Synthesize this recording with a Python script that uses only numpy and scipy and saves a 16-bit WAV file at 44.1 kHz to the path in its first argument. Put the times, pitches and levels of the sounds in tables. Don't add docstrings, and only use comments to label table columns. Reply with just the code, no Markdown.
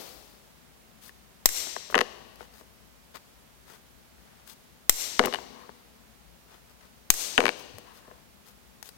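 import sys
import numpy as np
from scipy import signal
from scipy.fft import rfft, irfft, next_fast_len
from scipy.io import wavfile

SR = 44100
rng = np.random.default_rng(int(sys.argv[2]) if len(sys.argv) > 2 else 0)


def dump_mix(stems):
    frames = np.atleast_2d(stems).T
    limited = np.clip(frames, -1, 1)
    pcm = np.round(limited * 32767).astype(np.int16)
    wavfile.write(sys.argv[1], SR, pcm)


N = 395577
TIME = np.arange(N) / SR

# start_s, level_db, off_centre (0-1), crunch_t60_s
BLOWS = [(1.4578, 14.5, 0, 0.0031), (4.8952, 13.5, .03, 0.0038), (7.1029, 11, 0.78, 0.009)]
# start_s, level_db
REBOUNDS = [(1.49, -2), (4.926, -13.5), (7.14, -7.5)]
# pitch_hz, t60_s, square_hit_db, off_centre_hit_db
STEEL_MODES = [(2060, 0.0086, -5, -13), (3975, 0.0065, -5.5, -9), (4840, 0.012, -17.5, -14.5),
               (5360, 0.0096, -7.5, -7), (5694, 0.009, -2, -8.5), (6340, 0.0087, -6.5, 0.5),
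               (7304, 0.0075, -0.5, -8), (7640, 0.016, -5.5, -10.5), (8294, 0.0095, -21, -0.5),
               (9260, 0.0052, -3.5, -29), (11950, 0.007, -16.5, -0.5), (13240, .007, 0.5, -6.5),
               (13900, 0.008, -2.5, -9), (15320, .006, -16.5, 1.5)]
# freq_hz, relative level_db (per Hz)
CRUNCH_SPECTRUM = [(100, -5.5), (400, -8.5), (900, -13), (2000, 4.5), (4500, -4.5), (8000, -1), (11000, 3),
                   (16000, -2.5)]
# start_s, clack_db, thud_db, contact_brightness_hz,
# second_contact_delay_s, second_clack_db, rocking_s, clink_pitch_hz, clink_db
LANDINGS = [(1.9444, 11.5, -9.5, 1750, .0091, 6.5, .02, 1754, -36),
            (5.1933, 13.5, -4.5, 4250, 0.00135, 2.5, .085, 2970, -28),
            (7.3788, 9.5, -5.5, 3970, .0042, 4.5, .06, 2280, -25)]
# start_s, clack_db, thud_db
KNOCKS = [(1.0937, -27, -48), (1.979, 2.5, -30), (1.9896, 4, -13.5), (2.0078, 1, -32), (2.0124, 4.5, -14),
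          (5.2375, -6, -18), (5.2505, -4.5, -14.5), (5.2581, -5.5, -13.5), (5.326, -9.5, -24),
          (5.338, -2.5, -39), (5.345, -1, -27), (5.357, -12, -30), (7.4042, 5.5, -19), (7.438, -10, -11),
          (7.4552, 6, -14), (7.4653, 2.5, -18.5), (7.4805, -0.5, -17), (7.4911, 2.5, -17.5)]
# start_s, clack_db
TAPS = [(1.669, -9.5), (1.7639, 2), (1.9, -9), (1.925, -4.5), (2.407, -11.5), (2.61, -22), (3.149, -14.5),
        (5.386, -6), (5.692, -11), (7.783, -17.5), (8.078, -24), (8.112, -17.5)]
# pitch_hz, level_db, t60_s
BOARD_MODES = [(688, -14, .012), (922, -6, 0.0053), (1130, -9.5, 0.0086), (1462, -10.5, 0.0076),
               (1724, -5, 0.0039), (2100, -8.5, .006), (2450, -10.5, 0.0045), (2905, -9, 0.0049),
               (4000, -9.5, 0.0017), (6530, -11, 0.0016), (11500, -12, 0.00099)]
# pitch_hz, level_db, t60_s
STUMP_MODES = [(129, -18.5, 0.027), (205, -13, 0.034), (262, -5.5, 0.027), (294, -9, 0.024),
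               (353.7, -11, 0.05), (403.5, -7, 0.033), (493, -10, .085), (511, -10, 0.04),
               (610, -11.5, 0.049), (715, -14.5, 0.068), (804, -18.5, .04)]
# start_s, length_s, low_rasp_db, high_hiss_db
SLIDES = [(1.009, 0.099, -56, -45.5), (1.896, 0.037, -50, -43.5), (2.377, 0.088, -50, -56.5),
          (2.508, 0.13, -57.5, -54), (3.138, 0.047, -42, -48), (3.654, 0.13, -51, -53.5),
          (4.105, 0.44, -61.5, -75.5), (4.459, 0.087, -55.5, -45.5), (5.2544, 0.0082, -45, -23),
          (5.37, 0.073, -62, -54), (6.472, 0.13, -55.5, -64), (6.688, 0.033, -55, -57.5),
          (6.789, 0.1, -55.5, -69.5), (7.56, 0.076, -62, -50), (7.929, 0.075, -53, -52.5),
          (8.443, 0.08, -57, -52.5), (8.838, 0.063, -57.5, -45.5)]
# start_s, level_db
TICKS = [(2.358, -40.5), (4.475, -40), (7.784, -32), (8.8277, -26), (8.890, -33)]
# freq_hz, relative level_db (per Hz)
RASP_SPECTRUM = [(100, -37.5), (380, 5.5), (1200, 7), (2500, -0.5), (6000, -6.5), (16000, -36)]
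# freq_hz, relative level_db (per Hz)
HISS_SPECTRUM = [(200, -18.5), (1500, 2.5), (4000, 9), (8000, 5), (13000, 6.5), (16000, 6)]
# start_s, length_s, level_db
TWISTS = [(5.5, 0.21, -48.5), (7.84, 0.11, -49), (7.935, 0.3, -55)]
# pitch_hz, relative level_db, t60_s
SQUEAK_MODES = [(1023, 5.5, 0.015), (1580, -8, .016)]
# start_s, level_db
BUMPS = [(7.741, -45)]
# freq_hz, relative level_db (per Hz)
BUMP_SPECTRUM = [(50, -15.0), (105, 9), (250, -23), (800, -61)]
# freq_hz, t60_s
HALL_T60 = [(100, 2), (500, 1.54), (2000, 1.29), (4000, 1.41), (7000, 1.0), (10000, 0.68), (13000, 0.8),
            (16000, 0.3)]
# freq_hz, relative level_db
HALL_COLOUR = [(60, -5), (250, 2), (600, 1.5), (1500, -4.5), (3000, 1), (4500, 4.5), (7000, 5), (11000, 5),
               (13500, 3.5), (16000, -3)]
# freq_hz, relative level_db (per Hz)
OPENING_RING = [(60, -25), (250, 3), (550, 7), (1500, -4.5), (2800, -4), (4600, -0.5), (8000, -9),
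                (16000, -6.5)]
# freq_hz, relative level_db (per Hz)
AIR_SPECTRUM = [(20, -22.5), (40, -8), (56, 8), (85, -6.5), (140, -4), (220, -1.5), (330, -13.5),
                (700, -13.5), (2000, -22), (6000, -29), (16000, -50.5)]
# freq_hz, level_db
RIGHT_SIDE = [(50, -16), (130, -13.5), (260, -8), (500, -10.5), (1000, -12), (4000, -14.5), (12000, -11)]
# freq_hz, relative level_db (per Hz)
MIC_NOISE = [(20, -18), (120, -7), (230, -4), (350, 7), (1000, 3.5), (3000, 0.5), (8000, -4), (16000, -4)]


def steel_ring():
    blows = [blow[:3] for blow in BLOWS]
    rebounds = [(s, db, off) for (_, _, off, _), (s, db) in zip(BLOWS, REBOUNDS)]
    start_s, level_db, off_centre = np.transpose(blows + rebounds)
    off = np.clip(off_centre, 0, 1)
    out = np.zeros(N)
    for k, (hz, t60, square_db, off_db) in enumerate(STEEL_MODES):
        share = (1 - off) * from_db(square_db) + off * from_db(off_db)
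        hits = clicks(start_s, from_db(level_db) * share)
        out += ring(hits, hz, t60) * (-1) ** k
    return out


def cutting(crunch_db=2, crack_db=18):
    start_s, level_db, _, crunch_t60 = np.transpose(BLOWS)
    bite = sum(from_db(db) * dying(s, t60) for s, db, t60 in zip(start_s, level_db, crunch_t60))
    crunch = from_db(crunch_db) * bite * noise(CRUNCH_SPECTRUM, channels=2)
    energy = np.sqrt(crunch_t60 / crunch_t60.mean())
    crack = high_pass(clicks(start_s, from_db(level_db + crack_db) * energy), hz=300)
    crack = smooth(crack - 0.47 * smooth(crack, seconds=.0001), seconds=.00002)
    return crunch, crack


def landing_contacts(touch_thud_db=-11.5, second_thud_db=-1.5, settle_s=.004, settle_loss_db=2, rock_every_s=.013):
    rows = []
    for start_s, clack_db, thud_db, hz, delay_s, second_db, rocking_s, _, _ in LANDINGS:
        second_s = start_s + delay_s
        settled_s = second_s + settle_s
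        rows.append((start_s, clack_db, thud_db + touch_thud_db, hz))
        rows.append((second_s, second_db, thud_db + second_thud_db, 3500))
        rows.append((settled_s, second_db - settle_loss_db, thud_db, 2400))
        ages = np.cumsum(rock_every_s * rng.uniform(.6, 1.4, size=12))
        rows += [(settled_s + age, 1, -19.5, 750) for age in ages if age < rocking_s]
    return rows


def wood_contacts(tap_thud_db=-30.5, tap_thud_follows=0.22):
    rebounds = [(s, db - 0.5, -42, 18000) for s, db in REBOUNDS]
    knocks = [(s, db, thud_db, 4630) for s, db, thud_db in KNOCKS]
    taps = [(s, db, tap_thud_db + tap_thud_follows * db, 940) for s, db in TAPS]
    return rebounds + knocks + landing_contacts(), taps


def board_clacks(contacts, scatter_db=2.0, stiffness=1.39):
    start_s, clack_db, _, contact_hz = np.transpose(contacts)
    age = np.arange(128) / SR
    push = age * np.exp(-2 * np.pi * stiffness * contact_hz[:, None] * age)
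    push /= push.sum(axis=1, keepdims=True)
    scatter = scatter_db * rng.standard_normal((len(start_s), len(BOARD_MODES)))
    shares = from_db(clack_db[:, None] + scatter)
    out = np.zeros(N)
    for k, (hz, db, t60) in enumerate(BOARD_MODES):
        force = clicks(start_s[:, None] + age, push * shares[:, [k]] * from_db(db))
        out += ring(force, hz, t60) * (-1) ** k
    return high_pass(out, hz=350)


def board(hard, cushioned, cushion_hz=2090):
    leather = signal.butter(2, cushion_hz, fs=SR, output="sos")
    return board_clacks(hard) + signal.sosfilt(leather, board_clacks(cushioned))


def stump_thuds(contacts, scatter_db=6.0):
    start_s, _, thud_db, _ = np.transpose(contacts)
    scatter = scatter_db * rng.uniform(-1, 1, (len(start_s), len(STUMP_MODES)))
    shares = from_db(thud_db[:, None] + scatter)
    out = np.zeros(N)
    for k, (hz, db, t60) in enumerate(STUMP_MODES):
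        out += ring(clicks(start_s, shares[:, k] * from_db(db)), hz, t60) * (-1) ** k
    return high_pass(smooth(out, seconds=0.00024), hz=110)


def clinks(t60=0.019, touch_thud_db=-11.5, follows=.55, damping=0.42, free_db=-32):
    touches = [(s, db, thud_db + touch_thud_db) for s, db, thud_db, *_ in LANDINGS]
    start_s, clack_db, thud_db = np.transpose(touches + list(KNOCKS))
    strength_db = follows * clack_db - damping * np.maximum(thud_db, free_db)
    nearest = np.abs(start_s[:, None] - np.array(LANDINGS)[:, 0]).argmin(axis=1)
    out = np.zeros(N)
    for k, (*_, hz, clink_db) in enumerate(LANDINGS):
        out += ring(clicks(start_s, (nearest == k) * from_db(clink_db + strength_db)), hz, t60)
    return out


def leather_slides(grain_db=2.5, grain_s=.002):
    rasp, hiss = np.zeros(N), np.zeros(N)
    for start_s, length_s, rasp_db, hiss_db in SLIDES:
        stroke = half_sine(start_s, length_s)
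        rasp += from_db(rasp_db) * stroke
        hiss += from_db(hiss_db) * stroke
    grain = smooth(rng.standard_normal(N), grain_s)
    catching = from_db(grain_db * grain / grain.std() + 0.5)
    ticks = sum(from_db(db) * dying(s, t60=0.011) for s, db in TICKS)
    low = (rasp * catching + from_db(-7.0) * ticks) * noise(RASP_SPECTRUM)[0]
    high = (hiss * catching + ticks) * noise(HISS_SPECTRUM)[0]
    return low + high


def squeaks():
    friction = rng.standard_normal(N)
    note = sum(from_db(db) * ring(friction, hz, t60) for hz, db, t60 in SQUEAK_MODES)
    twisting = sum(from_db(db) * half_sine(s, length) for s, length, db in TWISTS)
    return note / note.std() * twisting


def floor_bump(t60=0.39):
    return sum(from_db(db) * dying(s, t60) for s, db in BUMPS) * noise(BUMP_SPECTRUM)[0]


def hall(x, ring_db=-16, near_db=-14, near_t60=.066, build_s=.005):
    size = 65536
    age, hz = TIME[:size], np.fft.rfftfreq(size, 1 / SR)
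    white = rfft(rng.standard_normal((2, size))) * from_db(at_hz(HALL_COLOUR, hz))
    edges = np.geomspace(40, SR / 2, 22)
    tail = np.zeros((2, size))
    for low, high in zip(edges, edges[1:]):
        band = irfft(white * (hz >= low) * (hz < high))
        tail += band * np.exp(-np.log(1000) * age / at_hz(HALL_T60, np.sqrt(low * high)))
    tail = tail * (1 - np.exp(-age / build_s))
    near = rng.standard_normal((2, size)) * dying(0, near_t60)[:size] * (age > .0015)
    response = np.zeros((2, size))
    for db, part in [(ring_db, tail), (near_db, near)]:
        response += from_db(db) * part / np.linalg.norm(part, axis=1, keepdims=True)
    return signal.fftconvolve(x[None], response, axes=1)[:, :N]


def opening_ring():
    return from_db(-38.0) * dying(0, t60=1.15) * noise(OPENING_RING, channels=2)


def workshop_air():
    return from_db(-55.5) * noise(AIR_SPECTRUM, channels=2)


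def from_db(db):
    return 10 ** (np.asarray(db) / 20)


def at_hz(points, hz):
    f, value = np.transpose(points)
    return np.interp(np.log(np.maximum(hz, 1)), np.log(f), value)


def coloured(x, spectrum):
    size = next_fast_len(N + 4096, True)
    gain = from_db(at_hz(spectrum, np.fft.rfftfreq(size, 1 / SR)))
    return irfft(rfft(x, size) * gain, size)[..., :N]


def noise(spectrum, channels=1):
    x = coloured(rng.standard_normal((channels, N)), spectrum)
    return x / x.std()


def dying(start_s, t60):
    age = TIME - start_s
    return (age >= 0) * from_db(-60 * np.clip(age / t60, 0, 5))


def half_sine(start_s, length_s):
    return np.sin(np.pi * np.clip((TIME - start_s) / length_s, 0, 1))


def clicks(times, heights):
    out = np.zeros(N)
    np.add.at(out, np.round(np.asarray(times) * SR).astype(int), heights)
    return out


def ring(force, hz, t60):
    r, w = from_db(-60 / (t60 * SR)), 2 * np.pi * hz / SR
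    return signal.lfilter([1, -r * np.cos(w)], [1, -2 * r * np.cos(w), r * r], force + 1e-18)


def smooth(x, seconds):
    r = np.exp(-1 / (seconds * SR))
    return signal.lfilter([1 - r], [1, -r], x + 1e-18)


def high_pass(x, hz):
    return signal.sosfilt(signal.butter(2, hz, "high", fs=SR, output="sos"), x)


def scene(right_blow_db=-13, right_clack_db=-2, right_thud_db=5, right_lead_s=.00062,
          steel_ring_db=-5, wood_ring_db=-2.0, clink_ring_db=-7):
    steel = steel_ring()
    crunch, crack = cutting()
    slides = leather_slides() + squeaks()
    hard, cushioned = wood_contacts()
    notes = clinks()
    wood = board(hard, cushioned) + stump_thuds(cushioned + hard)
    left = steel + crunch[0] + wood + notes + slides

    right_blows = from_db(right_blow_db) * (steel + crunch[1])
    right_work = from_db(right_clack_db) * (board(hard, cushioned) + slides)
    right = np.roll(right_blows + right_work, -round(right_lead_s * SR))
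    right = right + from_db(right_thud_db) * stump_thuds(cushioned + hard)

    to_hall = from_db(steel_ring_db) * steel + from_db(wood_ring_db) * wood + from_db(clink_ring_db) * notes + slides
    room = hall(to_hall) + hall(crack)
    sides = np.array([left, right]) + room + opening_ring() + workshop_air() + floor_bump()
    return np.array([sides[0], coloured(sides[1], RIGHT_SIDE)])


def gain_control(x, threshold_db=-6.5, release_db_per_s=175, attack_s=0.0038, sense_s=0.00055):
    level_db = 10 * np.log10(smooth(x ** 2, sense_s) + 1e-12)
    climb = release_db_per_s * TIME
    excess_db = np.maximum(level_db - threshold_db, 0)
    duck_db = np.maximum.accumulate(excess_db + climb, axis=1) - climb
    return x * from_db(-smooth(duck_db, attack_s))


def record(dry, bias_db=2.5, bias_leak_db=-18, bias_s=.035, cutoff_hz=16000):
    hiss = from_db([[-61], [-57.5]]) * noise(MIC_NOISE, channels=2)
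    x = gain_control(dry + hiss)
    overload = np.tanh(np.maximum(np.abs(x) - .5, 0) * 3)
    thump = smooth(smooth(overload, bias_s), seconds=0.0011)
    bias = thump + from_db(bias_leak_db) * thump[::-1]
    x = np.clip(x, -1, 1) - from_db(bias_db) * bias
    top_cut = signal.ellip(10, .2, 70, cutoff_hz, fs=SR, output="sos")
    return np.clip(signal.sosfilt(top_cut, x), -1, 1)


dry = scene()
out = record(dry)
dump_mix(out)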